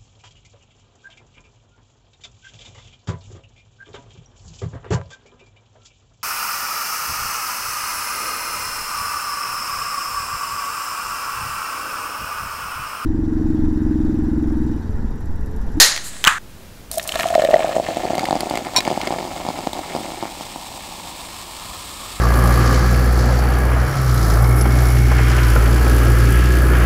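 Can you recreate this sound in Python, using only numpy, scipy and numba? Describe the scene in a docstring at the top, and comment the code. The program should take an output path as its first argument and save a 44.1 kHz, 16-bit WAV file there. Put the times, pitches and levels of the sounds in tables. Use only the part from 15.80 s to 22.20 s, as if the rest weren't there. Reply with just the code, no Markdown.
"""A drink can opens with a hiss of shaped noise, its lid snaps as dying tones and tears as dense clicks, then stops
abruptly. Later a drink is poured into a tall glass: spatter and drops tick on it, lumps plop by exciting a resonant
air column that rings higher as the glass fills, and a hiss of bubble clicks grows brighter as the foam rises.
A straw then clinks once as a set of damped modes; the foam shortens the ringing of the plops.
A quiet rumble and mains hum last throughout; overload clips the peaks and a low-pass removes the top."""
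import sys
import numpy as np
from scipy import signal
from scipy.fft import rfft, irfft
from scipy.io import wavfile
from numba import njit

SR = 44100
rng = np.random.default_rng(int(sys.argv[2]) if len(sys.argv) > 2 else 0)


def to_wav(sig):
    """Store sig (one row per channel, or 1-D mono) as 16-bit WAV at the path in sys.argv[1].

    Samples outside -1..1 are clipped; the rate is SR.
    """
    pcm = np.clip(np.atleast_2d(sig), -1, 1) * 32767
    pcm = np.round(pcm).astype(np.int16)
    wavfile.write(sys.argv[1], SR, pcm.T)  # frames by channels


N = 282240

# Spectrum of the room rumble: f/Hz, relative level/dB per Hz
ROOM_SPECTRUM = [(12, -41), (20, -9), (90, -9), (133, -15.5), (180, -12.5), (267, -16.5), (1000, -27),
                 (15500, -39.5)]
# Mains hum: f/Hz, mean level/dB rms
MAINS_HUM = [(49, -53.5)]
# Spectrum of the opening hiss: f/Hz, relative level/dB per Hz
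VENT_SPECTRUM = [(300, -19.5), (620, -5.5), (985, -7), (1800, 0), (2500, -6.5), (3500, -4.5), (4100, 1.5),
                 (5700, -3), (6400, -1), (7500, -1.5), (10500, -14.5), (15500, -23)]
# Can resonances in the hiss: f/Hz, width/Hz, relative level/dB
CAN_MODES = [(1860, 130, 0), (4190, 24, 2), (5100, 32, 0), (5800, 38, -3.5), (6700, 41, -1)]
# Hiss by band: low f/Hz, high f/Hz, burst level/dB, fall/(dB per s), seeping level/dB, second puff level/dB
HISS_BANDS = [(200, 3440, -12, 130, -44, -44), (3630, 8130, -3.5, 151, -42, -38),
              (7200, 10500, -6, 171, -39, -32), (10500, 14400, -12, 256, -55, -40)]
# Tab and lid snapping: t/s, level/dB of the tone at its onset, f/Hz
LID_SNAPS = [(0.1637, -14.5, 2180), (0.1768, -15, 1890), (0.3665, -27, 1070), (0.4414, -4.5, 3080),
             (0.4495, -6, 3300), (0.4725, 11, 2940), (0.4775, 9, 1454)]
# Spectrum of the tearing lid: f/Hz, relative level/dB per Hz
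TEAR_SPECTRUM = [(400, -32), (1050, 0), (1280, 3), (1690, 4.5), (2330, -7), (3210, -11.5), (5570, -21),
                 (7120, -12.5), (15500, -39)]
# Lowest resonance of the air above the drink: t/s, f/Hz
AIR_RESONANCE = [(1.1, 655), (1.9, 648), (2.4, 745), (4.4, 794), (5.4, 980), (6.4, 1220)]
# Force of the stream as heard through the foam: t/s, spray level/dB
STREAM_FORCE = [(1.1, -53), (1.29, -32), (1.44, -24.5), (1.66, -31.5), (2.16, -34.5), (2.9, -35.5),
                (3.24, -34), (3.55, -39.5), (4.2, -37), (4.6, -45), (5.3, -48), (6.4, -52.5)]
# Spectrum of the spray: f/Hz, relative level/dB per Hz
SPRAY_SPECTRUM = [(700, -6.5), (1100, -5), (2100, -2), (5000, -16), (8000, -9.5), (15500, -42)]
# Drops bursting on the glass: t/s, level/dB of the tone at its onset, f/Hz
GLASS_DROPS = [(1.1147, -13.5, 9100), (1.1424, -19, 8900), (1.1822, -8.5, 9000), (1.1966, -13, 2040),
               (1.2763, -13, 8900), (1.2919, -14, 3040), (1.3209, -12, 3080), (1.356, -8.5, 1760),
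               (1.3727, -21, 2940), (1.3972, -9, 2260), (1.4074, -8.5, 1830), (1.486, -19, 3120),
               (1.5513, -9, 1980), (1.6198, -12.5, 1850), (1.6488, -10, 1900), (2.353, -18, 4080),
               (2.38, -17, 2270), (2.3939, -12, 2127), (2.4548, -12, 2080), (2.6063, -13, 4530),
               (2.6981, -18, 4500), (2.7551, -14, 2070), (2.7733, -11.5, 2350), (3.0053, -9.5, 2230),
               (3.051, -15, 2220), (3.2146, -13, 2300), (3.273, -13, 2300), (3.932, -18, 3830)]
# Overtones of the air column, a tube closed at one end: multiple of the lowest f, level/dB
AIR_OVERTONES = [(2.952, -30.5), (4.9, -35.5), (6.6, -26.5)]
# Cancellations by echoes off the table: f/Hz, width/Hz
TABLE_DIPS = [(450, 58), (1550, 357), (1960, 170), (5950, 180)]
# Lumps of the stream landing: t/s, level/dB of the blow
LUMP_LANDINGS = [(1.1724, -12), (1.3554, -10.5), (1.3972, -14), (1.4552, -7), (1.5028, -9.5),
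                 (1.5254, -10.5), (1.554, 1), (1.5786, -2), (1.5932, -2.5), (1.62, -5), (1.6382, -4.5),
                 (1.649, -4), (1.6873, -2.5), (1.706, -8), (1.732, -3), (1.74, 7.5), (1.76, -1.5),
                 (1.793, -6), (1.805, -9), (1.8444, -4), (1.8732, -11), (1.892, -8), (1.9647, -1.5),
                 (1.982, -7), (1.9981, -4.5), (2.0864, -7.5), (2.1695, -6.5), (2.2361, -11.5), (2.2525, -7),
                 (2.275, -16), (2.3045, -5.5), (2.3327, -8), (2.3525, -10), (2.38, -7), (2.3854, -9),
                 (2.408, -11.5), (2.432, -12), (2.441, -8), (2.486, -7), (2.508, -4), (2.5275, -1.5),
                 (2.554, -6.5), (2.564, -10), (2.606, -12), (2.632, -8.5), (2.67, -12), (2.7095, -6.5),
                 (2.7385, -8.5), (2.7556, -10.5), (2.774, -12), (2.7912, -15), (2.8254, -21), (2.8685, -12),
                 (2.9838, -7.5), (3.0764, -2), (3.103, -7), (3.113, -6.5), (3.1267, -9.5), (3.1753, -5.5),
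                 (3.233, -11.5), (3.2729, -10), (3.306, -6.5), (3.324, -7.5), (3.338, -11), (3.3611, -13),
                 (3.3842, -12.5), (3.4039, -16), (3.4095, -15), (3.4266, -13.5), (3.4512, -14),
                 (3.5128, -18), (3.6015, -15.5), (3.651, -13), (3.6647, -12), (3.6871, -5.5), (3.703, -11),
                 (3.7887, -11.5), (3.8711, -5), (3.9314, -13), (3.9912, -11.5), (4.15, -7), (4.1631, -14),
                 (4.1858, -16), (4.2054, -20), (4.3036, -21), (4.3193, -16), (4.4262, -10), (4.435, -12.5),
                 (4.4538, -14.5), (4.609, -15), (4.7596, -15), (4.9758, -23.5), (5.2494, -24)]
# Spectrum of the foam: f/Hz, relative level/dB per Hz
FOAM_SPECTRUM = [(880, -44), (1500, -8), (1650, -3.5), (2970, -3), (3580, -1), (6570, -5), (7990, -4.5),
                 (10700, -19.5), (15500, -13.5)]
# Modes of the straw: f/Hz, relative level/dB, t60/s
STRAW_MODES = [(1036, -7.5, 0.054), (2437, -8.5, 0.084), (3920, -1, 0.044), (4340, 3.5, 0.017),
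               (5550, 5, 0.014), (7180, 0, 0.0083), (9300, -10.5, 0.018), (13040, -23, .03)]

ROOM_DB = -41.5
# The can: its resonances against the hiss, and a second puff; seeping ends as the tab breaks in
CAN_DB, PUFF_S, PUFF_WIDTH_S, SEAL_GIVES_S = -8, 0.269, 0.032, 0.441
# The tear: a falling scrape under a swell up to the rip, then a steep snap-off over a falling tail
SCRAPE_DB, SCRAPE_DB_PER_S, SWELL_DB_PER_S = -24, 500, 804
RIP_S, RIP_DB, SNAP_DB_PER_S = 0.481, -2, 3000
TAIL_DB, TAIL_DB_PER_S, TEAR_END_S = -13, 154, 0.584
POUR_S = 1.112
# Fine spatter off the bare bottom, fading as the pool forms
SPATTER_DB, SPATTER_DB_PER_S = -35.5, 17.5
# Foam damps the glass: t60 when empty/s, t60 under foam/s, time constant/s
AIR_DAMPING, SINK_DAMPING = (0.051, 0.0069, 0.53), (0.031, 0.0023, 0.39)
# The pool is complete at POOL_S, after rising for POOL_RISE_S; the thud is weak on the bare bottom
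POOL_S, POOL_RISE_S, THUD_DB, DRY_THUD_DB = 2.09, 0.38, -10, -59
THUD_HZ, THUD_T60_S = 330.5, 0.026
# A lump slapping the pool, its level against the thud
SLAP_DB, SLAP_HZ, SLAP_T60_S, SLAP_LAG_S = 8.5, 1070, 0.00055, 0.00081
# Small plops against the spray; weaker until the drink is deep enough
SMALL_PLOPS_DB, SHALLOW_DB_PER_S, DEEP_S = -8.5, 77, 1.72
# Foam at the first landing and its growth; froth whipped by the stream, against the spray; treble gain
FOAM_DB, FOAM_DB_PER_S, FROTH_DB, BRIGHTEN_DB_PER_S = -42.5, 1.62, -12, 1.0
CLINK_S, CLINK_LENGTH_S, CLINK_DB, CLINK_DB_PER_S = 2.962, 0.031, -31.5, 450
CUTOFF_HZ = 15700


def from_db(db):
    """An amplitude ratio is exponential in its level: 20 dB per factor of ten."""
    return 10 ** (np.asarray(db) / 20)


def add_db(*levels_db):
    """Unrelated sounds add in power, not in amplitude."""
    return 10 * np.log10(sum(from_db(db) ** 2 for db in levels_db))


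def rms_one(x):
    """Mean power is normalised, giving an rms of 1."""
    return x / np.sqrt(np.mean(x ** 2) + 1e-20)


def in_time(rows):
    """Linear interpolation carries each column of a curve to every sample."""
    s, *columns = np.transpose(rows)
    return [np.interp(np.arange(N) / SR, s, column) for column in columns]


def colour(x, spectrum):
    """Weighting in the frequency domain, linear in dB over log f, shapes a spectrum; rms 1."""
    hz, db = np.transpose(spectrum)
    grid = np.maximum(np.arange(N // 2 + 1) * SR / N, 1)
    gain = from_db(np.interp(np.log(grid), np.log(hz), db))
    return rms_one(irfft(rfft(x) * gain, N))


def band(x, low_hz, high_hz):
    """A third-order Butterworth response passes one band."""
    return signal.sosfilt(signal.butter(3, [low_hz, high_hz], "band", fs=SR, output="sos"), x)


def drift(rate):
    """Two equal poles near rate (Hz) smooth white noise into a slow fluctuation; rms 1."""
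    r = np.exp(-2 * np.pi * rate / SR)
    noise = rng.standard_normal(N + SR)
    settled = signal.lfilter([1], [1, -2 * r, r * r], noise)[SR:]
    return rms_one(settled)


def grains(per_s, spread_db):
    """A random impulse train has independent times, sizes and signs; rms 1."""
    sizes = from_db(spread_db * np.minimum(rng.exponential(1, N), 4))
    signs = rng.choice([-1, 1], N)
    return rms_one(sizes * signs * (rng.random(N) < per_s / SR))


def clicks(times, db):
    """A single-sample impulse excites all frequencies equally."""
    out = np.full(N, 1e-18)
    out[np.round(np.asarray(times) * SR).astype(int)] = from_db(db)
    return out


@njit
def ring(x, hz, t60, sr):
    """A two-pole resonator answers a unit impulse with a decaying sine; f and t60 may move."""
    out = np.zeros(len(x))
    for i in range(2, len(x)):
        r = 1000 ** (-1 / (t60[i] * sr))
        w = 2 * np.pi * hz[i] / sr
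        out[i] = np.sin(w) * x[i - 1] + 2 * r * np.cos(w) * out[i - 1] - r * r * out[i - 2]
    return out


def pings(rows, ring_t60, rattle_db, rattle_t60):
    """Each impact is a tick, a decaying mode and a decaying noise band around that mode."""
    out, t = np.zeros(N + 2048), np.arange(2048) / SR
    puffs = rng.standard_normal((len(rows), 2048))
    for (s, db, hz), puff in zip(rows, puffs):
        tick = 1.25 * (t == 0)
        tone = np.sin(2 * np.pi * hz * t) * from_db(-60 * t / ring_t60)
        edges_hz = [0.5 * hz, min(2.58 * hz, 0.4 * SR)]
        puff = signal.sosfilt(signal.butter(2, edges_hz, "band", fs=SR, output="sos"), puff)
        rattle = from_db(rattle_db - 60 * t / rattle_t60) * rms_one(puff)
        at = round(s * SR)
        out[at:at + 2048] += from_db(db) * (tone + tick + rattle)
    return out[:N]


def room():
    """Ambient sound is broadband noise of low pitch plus a mains tone of wandering level."""
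    t = np.arange(N) / SR
    hum = sum(np.sqrt(2) * from_db(db + 3.9 * drift(5.9)) * np.sin(2 * np.pi * hz * t)
              for hz, db in MAINS_HUM)
    return from_db(ROOM_DB + 0.95 * drift(0.88)) * colour(rng.standard_normal(N), ROOM_SPECTRUM) + hum


def opening_hiss(t):
    """The hiss is noise with can resonances, dying away like a crack's tail in a room, treble fastest."""
    noise = rng.standard_normal(N)
    resonant = sum(from_db(db) * signal.lfilter(*signal.iirpeak(hz, hz / width_hz, SR), noise)
                   for hz, width_hz, db in CAN_MODES)
    hiss = colour(noise, VENT_SPECTRUM) + from_db(CAN_DB - 50 * t) * rms_one(resonant)
    puff_fall_db = 10 * np.minimum(((t - PUFF_S) / PUFF_WIDTH_S) ** 4, 20)
    out = np.zeros(N)
    for low, high, burst_db, fall, seep_db, puff_db in HISS_BANDS:
        level_db = add_db(np.maximum(burst_db - fall * t, -200), seep_db, puff_db - puff_fall_db)
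        out += from_db(level_db + 0.57 * drift(60)) * rms_one(band(hiss, low, high))
    return out * (t < SEAL_GIVES_S)


def slow_offset(t):
    """A slow, inaudible offset at the start decays back past zero: two opposed exponentials."""
    return -0.25 * np.exp(-t / 0.058) + 0.066 * np.exp(-t / 0.35)


def tear(t):
    """Stick-slip tearing is a dense train of slips; the harder the tear, the more the metal bites."""
    slips = colour(grains(3800, spread_db=1.5), TEAR_SPECTRUM)
    since = np.clip(t - RIP_S, -0.1, 0.2)
    before = since < 0
    rip_db = RIP_DB + np.where(before, SWELL_DB_PER_S, -SNAP_DB_PER_S) * since
    scrape_db = SCRAPE_DB - SCRAPE_DB_PER_S * np.clip(t - SEAL_GIVES_S, 0, 1)
    tail_db = TAIL_DB - TAIL_DB_PER_S * since
    tear_db = add_db(rip_db, np.where(before, scrape_db, tail_db))
    # bite rises more than twice as fast in dB as the tear
    bite = from_db(2.26 * tear_db - 6.5) * rms_one(band(slips, 2210, 4650))
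    tearing = (t > SEAL_GIVES_S) & (t < TEAR_END_S)
    return tearing * (from_db(tear_db) * slips + bite)


def opening():
    """Independent sources superpose: the can hisses, the lid snaps and then tears."""
    t = np.arange(N) / SR
    snaps = pings(LID_SNAPS, ring_t60=0.0095, rattle_db=2.0, rattle_t60=0.0045)
    return opening_hiss(t) + slow_offset(t) + snaps + tear(t)


def spatter(poured_s):
    """Liquid shattering on bare glass is a clumped train of bright noise bursts."""
    ticks = grains(1500 * from_db(5.0 * drift(41)), spread_db=3.5)
    tails = signal.lfilter([1], [1, -0.95], np.abs(ticks)) * rng.standard_normal(N)
    level = from_db(SPATTER_DB - SPATTER_DB_PER_S * poured_s)
    return (poured_s > 0) * level * rms_one(band(tails, 4600, 13000))


def spray(spray_db):
    """Each droplet excites one of 14 resonances for a few cycles; the droplets come in clumps."""
    ticks = grains(1300 * from_db(4.5 * drift(30)), spread_db=5.5)
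    dealt = rng.integers(0, 14, N)  # which pitch each tick gets
    rings = np.zeros(N)
    for k, hz in enumerate(np.geomspace(1000, 11000, 14)):
        rings += ring(ticks * (dealt == k), np.full(N, hz), np.full(N, 4.9 / hz), SR) * np.sqrt(hz)
    return from_db(spray_db) * colour(rings, SPRAY_SPECTRUM)


def glass(x, air_hz):
    """Sharp sounds inside a closed tube excite its overtones."""
    return x + sum(from_db(db) * ring(x, multiple * air_hz, np.full(N, 0.008), SR)
                   for multiple, db in AIR_OVERTONES)


def table(x):
    """Interference with echoes off the table partly cancels narrow bands."""
    for hz, width_hz in TABLE_DIPS:
        x = 0.3 * x + 0.68 * signal.lfilter(*signal.iirnotch(hz, hz / width_hz, SR), x)
    return x


def fizz(foam_db, air_hz, air_t60, poured_s):
    """Countless bubble impulses blur to a hiss that the air column's resonance colours."""
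    bubbles = grains(9000, spread_db=3.5)
    column = rms_one(band(ring(bubbles, air_hz, 0.83 * air_t60, SR), 480, 1500))
    foam = colour(bubbles, FOAM_SPECTRUM) + from_db(0.5) * column
    # the treble gains as the foam nears the rim
    foam = foam + (from_db(BRIGHTEN_DB_PER_S * poured_s) - 1) * band(foam, 6820, 14800)
    return from_db(foam_db + 0.77 * drift(22)) * foam


def plops(small_db, air_hz, air_t60, sink_t60, thud_db):
    """Each impact excites the air column, a thud and slap in the drink, and cracks at its surface."""
    s, db = np.transpose(LUMP_LANDINGS)
    small = from_db(small_db + 0.5 * drift(11)) * np.abs(grains(380, spread_db=3.0))
    blows = clicks(s, db) + small
    air_hz = air_hz * from_db(0.3 * drift(30))  # the churning surface bends the pitch
    struck = ring(blows, air_hz, air_t60, SR)
    # a second pass rounds the attack, as the lump takes time to sink; the factor keeps the peak at 1
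    even = 2 * np.log(1000) / SR * (1 / sink_t60 + (np.e - 1) / air_t60)
    column = even * ring(struck, air_hz, sink_t60, SR)
    thud_hz = THUD_HZ * from_db(0.79 * drift(15.7))
    thud = ring(blows * from_db(thud_db), thud_hz, np.full(N, THUD_T60_S), SR)
    late = np.roll(blows, round(SLAP_LAG_S * SR)) * from_db(thud_db + SLAP_DB)
    slap = ring(late, np.full(N, float(SLAP_HZ)), np.full(N, SLAP_T60_S), SR)
    # lumps crack unevenly just after landing, more as the drink gets deeper
    lump_cracks = clicks(s + 0.00084, db - 3 + rng.normal(0, 2.5, len(s)))
    small_cracks = 1.1 * np.roll(small, round(0.001 * SR))
    cracks = from_db(0.5 * thud_db) * (lump_cracks + small_cracks)
    noise_tails = signal.lfilter([1], [1, -0.97], cracks) * rng.standard_normal(N)
    splash = cracks + from_db(-3.5) * noise_tails
    return band(slap - column - thud, 129, 6200), band(splash, 410, 7000)


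def straw():
    """Brief rattling contact on the wall excites the straw's modes, which a hand damps."""
    since = np.arange(N) / SR - CLINK_S
    touching = (since > 0) & (since < CLINK_LENGTH_S)
    level = from_db(CLINK_DB - CLINK_DB_PER_S * since * touching)
    touches = touching * level * grains(2500, spread_db=1.0) + 1e-18
    return sum(ring(from_db(db) * touches, np.full(N, float(hz)), np.full(N, t60), SR)
               for hz, db, t60 in STRAW_MODES)


def scene():
    """Sound pressures superpose: can, pour and straw add to the quiet room."""
    t = np.arange(N) / SR
    poured_s = np.maximum(t - POUR_S, 0)
    air_hz, = in_time(AIR_RESONANCE)
    air_t60, sink_t60 = (foamed + (empty - foamed) * np.exp(-poured_s / settle)
                         for empty, foamed, settle in (AIR_DAMPING, SINK_DAMPING))
    thud_db = np.interp(t, [POOL_S - POOL_RISE_S, POOL_S], [DRY_THUD_DB, THUD_DB])
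    spray_db, = in_time(STREAM_FORCE)
    small_db = spray_db + SMALL_PLOPS_DB - SHALLOW_DB_PER_S * np.maximum(DEEP_S - t, 0)
    foam_db = add_db(FOAM_DB + FOAM_DB_PER_S * poured_s, spray_db + FROTH_DB)
    gurgle, splash = plops(small_db, air_hz, air_t60, sink_t60, thud_db)
    drops = pings(GLASS_DROPS, ring_t60=0.0076, rattle_db=-6.0, rattle_t60=0.017)
    crackle = (t > POUR_S) * glass(splash + drops + spray(spray_db), air_hz)
    foam = (t > POUR_S) * fizz(foam_db, air_hz, air_t60, poured_s)
    pour = table(gurgle + crackle + foam + spatter(poured_s))
    return (room() + opening() + pour + straw())[None]


def record(dry):
    """Overload clips the loudest peaks; a steep elliptic low-pass then cuts the top."""
    low_pass = signal.ellip(12, 0.5, 80, CUTOFF_HZ, fs=SR, output="sos")
    return signal.sosfilt(low_pass, np.clip(dry, -1, 1))


dry = scene()
out = record(dry)
to_wav(out)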